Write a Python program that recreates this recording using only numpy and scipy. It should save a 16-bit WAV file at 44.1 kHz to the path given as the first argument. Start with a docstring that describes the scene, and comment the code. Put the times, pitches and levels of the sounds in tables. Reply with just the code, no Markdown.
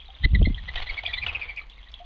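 """A thin jet trickles into the stone basin of a garden fountain, over a low outdoor rumble.
A quarter second in, doves take wing: each downstroke makes the flight feathers whistle near 2 kHz
and swish. The first beats pass so close that their draught buffets the microphone. From about 0.75 s
a bird claps its way off the rim; its rustle dulls as it turns away, the beats fade, the water runs on."""
import sys
import numpy as np
from scipy import signal
from scipy.fft import rfft, irfft, next_fast_len
from scipy.io import wavfile
from scipy.ndimage import uniform_filter1d, map_coordinates

SR = 44100
rng = np.random.default_rng(int(sys.argv[2]) if len(sys.argv) > 2 else 0)


def generate_wav(signal):
    """Clip the signal to [-1, 1] and save it as 16-bit WAV at the path in sys.argv[1]."""
    frames = np.transpose(np.atleast_2d(signal))
    scaled = np.clip(frames, -1, 1) * 32767
    pcm = np.round(scaled).astype(np.int16)
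    wavfile.write(sys.argv[1], SR, pcm)


N = 90404
TIME = np.arange(N) / SR


def amp(db):
    """Amplitude ratio of a level in decibels."""
    return 10 ** (np.asarray(db) / 20)


def unit(x):
    """Normalisation to rms 1."""
    return x / np.sqrt(np.mean(x ** 2) + 1e-20)


def level(rows):
    """Amplitude envelope through (time_s, level_db) points."""
    return amp(np.interp(TIME, *np.transpose(rows)))


def wobble(rate_hz):
    """Random modulation: a smooth curve through rate_hz Gaussian values a second."""
    return map_coordinates(rng.standard_normal(4096), [TIME * rate_hz], mode="wrap")


def filtered(x, response):
    """Linear filtering: the spectrum is multiplied by a frequency response."""
    size = next_fast_len(N + 8192)
    return irfft(rfft(x, size) * response(np.fft.rfftfreq(size, 1 / SR)), size)[:N]


def noise(spectrum):
    """Coloured noise of rms 1, shaped by (frequency_hz, level_db) points."""
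    knots_hz, db = np.transpose(spectrum)
    white = rng.standard_normal(N + 8192)
    return unit(filtered(white, lambda hz: amp(np.interp(np.log(hz + 1), np.log(knots_hz), db))))


def evened(x, samples):
    """Division by the running rms removes the chance swells of noise."""
    power = uniform_filter1d(uniform_filter1d(x * x, samples), samples)
    return x / np.sqrt(np.abs(power) + 1e-9)


def strike(start_s, rise_s, decay_s):
    """Impact envelope: quick attack and exponential decay, peak 1."""
    t = np.maximum(TIME - start_s, 0)
    shape = (1 - np.exp(-(t / rise_s) ** 2)) * np.exp(-t / decay_s)
    return shape / (shape.max() + 1e-12)


def echo(x, t60_s=.19):
    """Reverberation: reflections from basin, statue and house wall merge into an exponential tail."""
    t = TIME[:SR // 3]
    tail = rng.standard_normal(len(t)) * amp(-60 * t / t60_s) * (t > .003)
    return signal.fftconvolve(x, tail / np.linalg.norm(tail))[:N]


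# outdoor background: frequency_hz, level_db
RUMBLE_SPECTRUM = [(10, -9), (28, 6.5), (64, 2.5), (82, -30), (130, -19), (200, -24.5), (600, -42.5)]

def rumble():
    """Ambient noise: steady, with most of its energy below 80 Hz."""
    return amp(-46.5) * noise(RUMBLE_SPECTRUM)


def resonance(start_s, hz, rise_s, decay_s, glide_per_s):
    """Damped oscillation with a rising pitch, like that of a bubble nearing the surface."""
    out = np.zeros(N)
    onset = int(start_s * SR)
    t = TIME[:min(N - onset, int(8 * decay_s * SR))]
    shape = (1 - np.exp(-(t / rise_s) ** 2)) * np.exp(-t / decay_s)
    ring = np.sin(2 * np.pi * hz * t * (1 + glide_per_s * t / 2))
    out[onset:onset + len(t)] = shape / shape.max(initial=1e-9) * ring
    return out


def trickle(drops_per_s=170, centre_hz=3150, range_db=17.5):
    """Superposition: many small bubbles, ringing at random times, add up to a patter of rms 1."""
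    out = np.zeros(N)
    for when, size, rank, length, glide in rng.random((int(drops_per_s * N / SR), 5)):
        hz = centre_hz * (rank / (1 - rank)) ** .07  # pitches cluster around the centre
        ring = resonance(when * TIME[-1], hz, rise_s=.001, decay_s=.0034 * (.5 + length),
                         glide_per_s=28 * glide)
        out += amp(range_db * size ** 2) * ring
    return unit(out)


# sharp ringing ticks near 3 kHz (water drips, feather snaps and the ring of wing claps):
# start_s, level_db, pitch_hz
BRIGHT_TICKS = [(.002, -37, 3180), (0.018, -45.5, 2430), (0.051, -45, 3230), (0.103, -39, 3180),
                (.15, -39, 3514), (.427, -29.5, 3110), (0.443, -35, 3180), (.545, -31.5, 3180),
                (0.757, -23, 3070), (0.943, -35, 3270), (1.063, -19, 3290), (1.138, -18.5, 3430),
                (1.264, -19.5, 2830), (1.697, -40, 3300), (1.829, -47.5, 3200), (1.940, -31.5, 3257),
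                (1.958, -48, 2630)]
# spray ticking on the stone: start_s, level_db
SPRAY_TICKS = [(1.561, -38.5), (1.697, -42.5), (1.916, -42)]
# colour of the spray: frequency_hz, level_db
SPRAY_SPECTRUM = [(3000, -19.5), (5200, 15.5), (8000, -2)]
# large bubbles in the basin: start_s, level_db, pitch_hz, decay_s
LARGE_BUBBLES = [(0.085, -45, 753, 0.0091), (1.036, -34, 704, 0.0051), (1.072, -37, 682, 0.0053),
                 (1.612, -43.5, 1216, 0.004), (1.998, -40, 679.5, 0.011)]
# wash of the jet: frequency_hz, level_db
WASH_SPECTRUM = [(100, -12.5), (560, -8), (740, -6.5), (1100, -0.5), (1600, -17.5), (2000, -3.5),
                 (2700, -7), (3300, -19), (4300, -11), (6300, -1), (8000, -24.5)]

def fountain_and_ticks(rise_s=.001):
    """Impact and resonance: jet and spray make noise; bubbles and sharp ticks of water and wings ring."""
    ticks = sum(amp(db) * resonance(s, hz, rise_s, decay_s=.0034, glide_per_s=7)
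                for s, db, hz in BRIGHT_TICKS)
    tick_bursts = sum(amp(db) * strike(s, rise_s, decay_s=.021) for s, db, _ in BRIGHT_TICKS)
    spray_hits = sum(amp(db) * strike(s, rise_s, decay_s=.003) for s, db in SPRAY_TICKS)
    spray = spray_hits * noise(SPRAY_SPECTRUM)
    slosh = 1 + .45 * wobble(170)
    gulps = slosh * sum(amp(db) * resonance(s, hz, decay_s, decay_s, glide_per_s=2)
                        for s, db, hz, decay_s in LARGE_BUBBLES)
    spatter = unit(amp(3 * wobble(500) + 2 * wobble(60)))
    wash = (amp(-60.5) * spatter + amp(-38.5) * tick_bursts) * noise(WASH_SPECTRUM)
    patter = amp(-58) * trickle()
    roughness = 1 + .35 * wobble(1200)
    transients = roughness * (ticks + patter) + gulps + spray
    return transients + amp(-8) * echo(transients) + wash


# draught on the microphone: time_s, level_db
DRAUGHT_ENVELOPE = [(.15, -79), (.222, -31), (.254, -20), (.29, -30), (.335, -13), (.38, -21), (.415, -11),
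                    (.45, -20), (.51, -21.5), (.56, -32.5), (.65, -39), (1.0, -48), (1.3, -38.5),
                    (1.7, -65)]
# colour of the draught: frequency_hz, level_db
DRAUGHT_SPECTRUM = [(10, -15), (30, 10.5), (80, 11.5), (125, -6.5), (200, -15.5), (350, -32.5), (800, -45),
                    (2000, -110)]
# sharp buffets: centre_s, level_db, half_length_s, upper_edge_hz
EDDIES = [(0.261, -26, 0.0077, 280), (0.356, -22.5, .016, 235), (0.405, -20.5, 0.0093, 183),
          (0.419, -20, 0.0028, 610), (0.428, -29.5, 0.021, 231), (0.475, -20.5, 0.0045, 442),
          (0.506, -26.5, 0.0065, 250), (0.686, -47, 0.02, 149)]

def draught(low_edge_hz=102):
    """Turbulence: air thrown by the wings rumbles on the microphone, and strong eddies thump it."""
    out = level(DRAUGHT_ENVELOPE) * evened(noise(DRAUGHT_SPECTRUM), samples=1100)
    for centre_s, db, half_s, edge_hz in EDDIES:
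        white = rng.standard_normal(N)
        eddy = filtered(white, lambda hz: hz / (hz + low_edge_hz) / (1 + (hz / edge_hz) ** 5.67))
        out += amp(db) * np.exp(-((TIME - centre_s) / half_s) ** 2) * evened(eddy, samples=400)
    return out


# pressure waves of the strongest strokes: centre_s, peak_db, half_length_s
PRESSURE_PULSES = [(0.2546, -8, 0.0058), (0.761, -24.5, 0.01), (.822, -27.5, 0.015), (0.912, -27, 0.01)]

def puffs():
    """Rarefaction, then compression: a strong stroke sucks and pushes the air in one soft thump."""
    out = np.zeros(N)
    for centre_s, db, half_s in PRESSURE_PULSES:
        u = (TIME - centre_s) / half_s
        out += amp(db) * np.sqrt(2 * np.e) * u * np.exp(-u ** 2)
    return out


# colour of rustle, claps and swish: frequency_hz, level_db
FEATHER_SPECTRUM = [(100, -24.5), (250, -13.5), (500, -7.5), (800, -1.5), (1550, -6), (2100, -0.5),
                    (2700, -3.5), (3250, 2), (4200, -11), (6200, -10.5), (8000, -32.5)]
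# rustle of the take-off: time_s, level_db
RUSTLE_ENVELOPE = [(.2, -59), (.63, -55), (.68, -48.5), (.74, -44.5), (.785, -38), (.85, -45.5), (.96, -43),
                   (1.015, -49.5), (1.08, -46.5), (1.18, -48), (1.22, -49), (1.265, -35), (1.37, -44.5),
                   (1.47, -44), (1.54, -54.5), (1.62, -51.5), (1.70, -60)]
# wing claps and feather slaps: start_s, level_db, decay_s
WING_CLAPS = [(0.253, -30, 0.00074), (0.755, -27.5, 0.0064), (0.82, -33.5, 0.0084), (1.032, -35.5, 0.0074),
              (1.263, -30, 0.007), (1.326, -39.5, 0.012), (1.393, -42.5, .012)]

def feathers(turn_away_s=1.291, dull_hz=2900):
    """Friction and impact: wings clap, and feathers rub in a rustle that dulls as the bird turns away."""
    grain = amp(3.5 * wobble(400) + 2.2 * wobble(70))
    bright = level(RUSTLE_ENVELOPE) * unit(noise(FEATHER_SPECTRUM) * grain)
    dull = filtered(bright, lambda hz: 1 / np.sqrt(1 + (hz / dull_hz) ** 6))
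    rustle = np.where(TIME > turn_away_s, dull, bright)
    claps = sum(amp(db) * strike(s, rise_s=.0031, decay_s=decay_s) for s, db, decay_s in WING_CLAPS)
    return rustle + claps * noise(FEATHER_SPECTRUM)


# strokes: peak_s, rise_s, fall_s, pitch_hz, level_db, octave_db, rasp_db
# (the last two are relative; rasp_db sets both the roughness and the level of the second wing)
DOWNSTROKES = [(0.251, .0095, 0.0039, 2019, -18.5, -10, -11),
               (0.352, .0036, 0.0085, 2004, -22.5, -15.5, -12),
               (0.458, .0045, 0.0077, 2045, -26, -11.5, -22.5), (0.584, .006, 0.011, 1976, -40, -8, -6.5),
               (.691, .0074, .006, 2041, -30.5, -10, -9), (.778, .007, 0.012, 1958, -33, -4.5, -22),
               (.822, .005, 0.01, 2180, -36, -9.5, -8.5), (0.876, .009, .009, 2038, -37, -5, -25),
               (.905, .013, 0.0069, 2263, -31, -13.5, -4), (.988, 0.013, 0.009, 2241, -27.5, -17.5, -8.5),
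               (1.058, .005, 0.024, 2472, -32.5, -17.5, -1), (1.098, .011, 0.016, 2010, -38, -6, -10.5),
               (1.136, .005, 0.017, 2394, -30, -21.5, -3), (1.187, .010, 0.004, 2022, -29, -4, -15.5),
               (1.229, .009, 0.016, 2474, -30, -21.5, -2), (1.289, .007, 0.015, 2630, -28.5, -22.5, -2.5),
               (1.351, .0028, .014, 2657, -31.5, -29.5, 2.5),
               (1.420, .0077, 0.025, 2480, -34.5, -22.5, -1.5), (1.494, .01, 0.023, 2360, -34.5, -22, -7.5),
               (1.578, .011, 0.021, 2478, -35, -28, -2), (1.785, 0.017, 0.02, 2170, -55.5, -20, -4),
               (1.875, .012, 0.012, 1937, -55, -31, -10)]

def wingbeats(wing_gap_hz=119.96, waver_hz=45.6, sag_hz_per_s=4000, arch_hz_per_s=8500, brush_hz=3512):
    """Aeroelastic flutter: two wings whistle a little apart in pitch; ragged vibration adds a rasp."""
    out, swish = np.zeros(N), np.zeros(N)
    wavers = [wobble(260) for _ in range(2)]
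    ragged, ragged_octave = (wobble(830) + 1j * wobble(830) for _ in range(2))
    # feather tips brush in a noise band between the partials
    brush_band = wobble(1100) + 1j * wobble(1100)
    brush = unit((brush_band * np.exp(2j * np.pi * brush_hz * TIME)).real)
    for peak_s, rise_s, fall_s, hz, db, octave_db, rasp_db in DOWNSTROKES:
        near = np.abs(TIME - peak_s) < .07
        t = TIME[near] - peak_s
        u = t / np.where(t < 0, rise_s, fall_s)
        # pitch falls through a stroke, and arches more the longer the stroke takes to swell
        pitch = hz - sag_hz_per_s * t - arch_hz_per_s * rise_s * np.clip(u, -2, 2) ** 2
        fundamental = 1 + amp(rasp_db - 8.5) * ragged[near]
        octave = amp(octave_db) * (1 + amp(rasp_db + .5) * ragged_octave[near])
        third = amp(-19) * octave
        for wing, waver in enumerate(wavers):
            wing_hz = pitch - wing * wing_gap_hz + waver_hz * waver[near]
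            phasor = np.exp(2j * np.pi * (np.cumsum(wing_hz) / SR + rng.random()))
            whistle = fundamental * phasor + octave * phasor ** 2 + third * phasor ** 3
            out[near] += np.sqrt(2) * amp(db + wing * rasp_db) * np.exp(-u * u) * whistle.real
        airflow = amp(db) * np.exp(-(u / 1.82) ** 2)  # air noise outlasts the whistle
        swish[near] += amp(-24.5) * airflow
        out[near] += amp(octave_db - 5.5) * airflow * brush[near]
    return out + swish * noise(FEATHER_SPECTRUM)


# reflected against direct sound of the birds: time_s, level_db
ECHO_SHARE = [(.26, -26), (.47, -11), (.95, -16), (1.3, -11)]

def scene():
    """Superposition of all sources; the birds' share of echo grows as they leave the microphone."""
    birds = wingbeats() + feathers()
    reflections = echo(level(ECHO_SHARE) * birds)
    return (birds + reflections + draught() + puffs() + rumble() + fountain_and_ticks())[None]


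def record(dry, edge_hz=4613, shelf_db=-19.5, limit_hz=8000):
    """Low-pass response: a dull microphone falls steeply to a faint treble shelf, then a band limit."""
    shelf = amp(shelf_db)
    heard = filtered(dry[0], lambda hz: shelf + (1 - shelf) / (1 + (hz / edge_hz) ** 23.8))
    return filtered(heard, lambda hz: 1 / np.sqrt(1 + (hz / limit_hz) ** 40))[None]


dry = scene()
out = record(dry)
generate_wav(out)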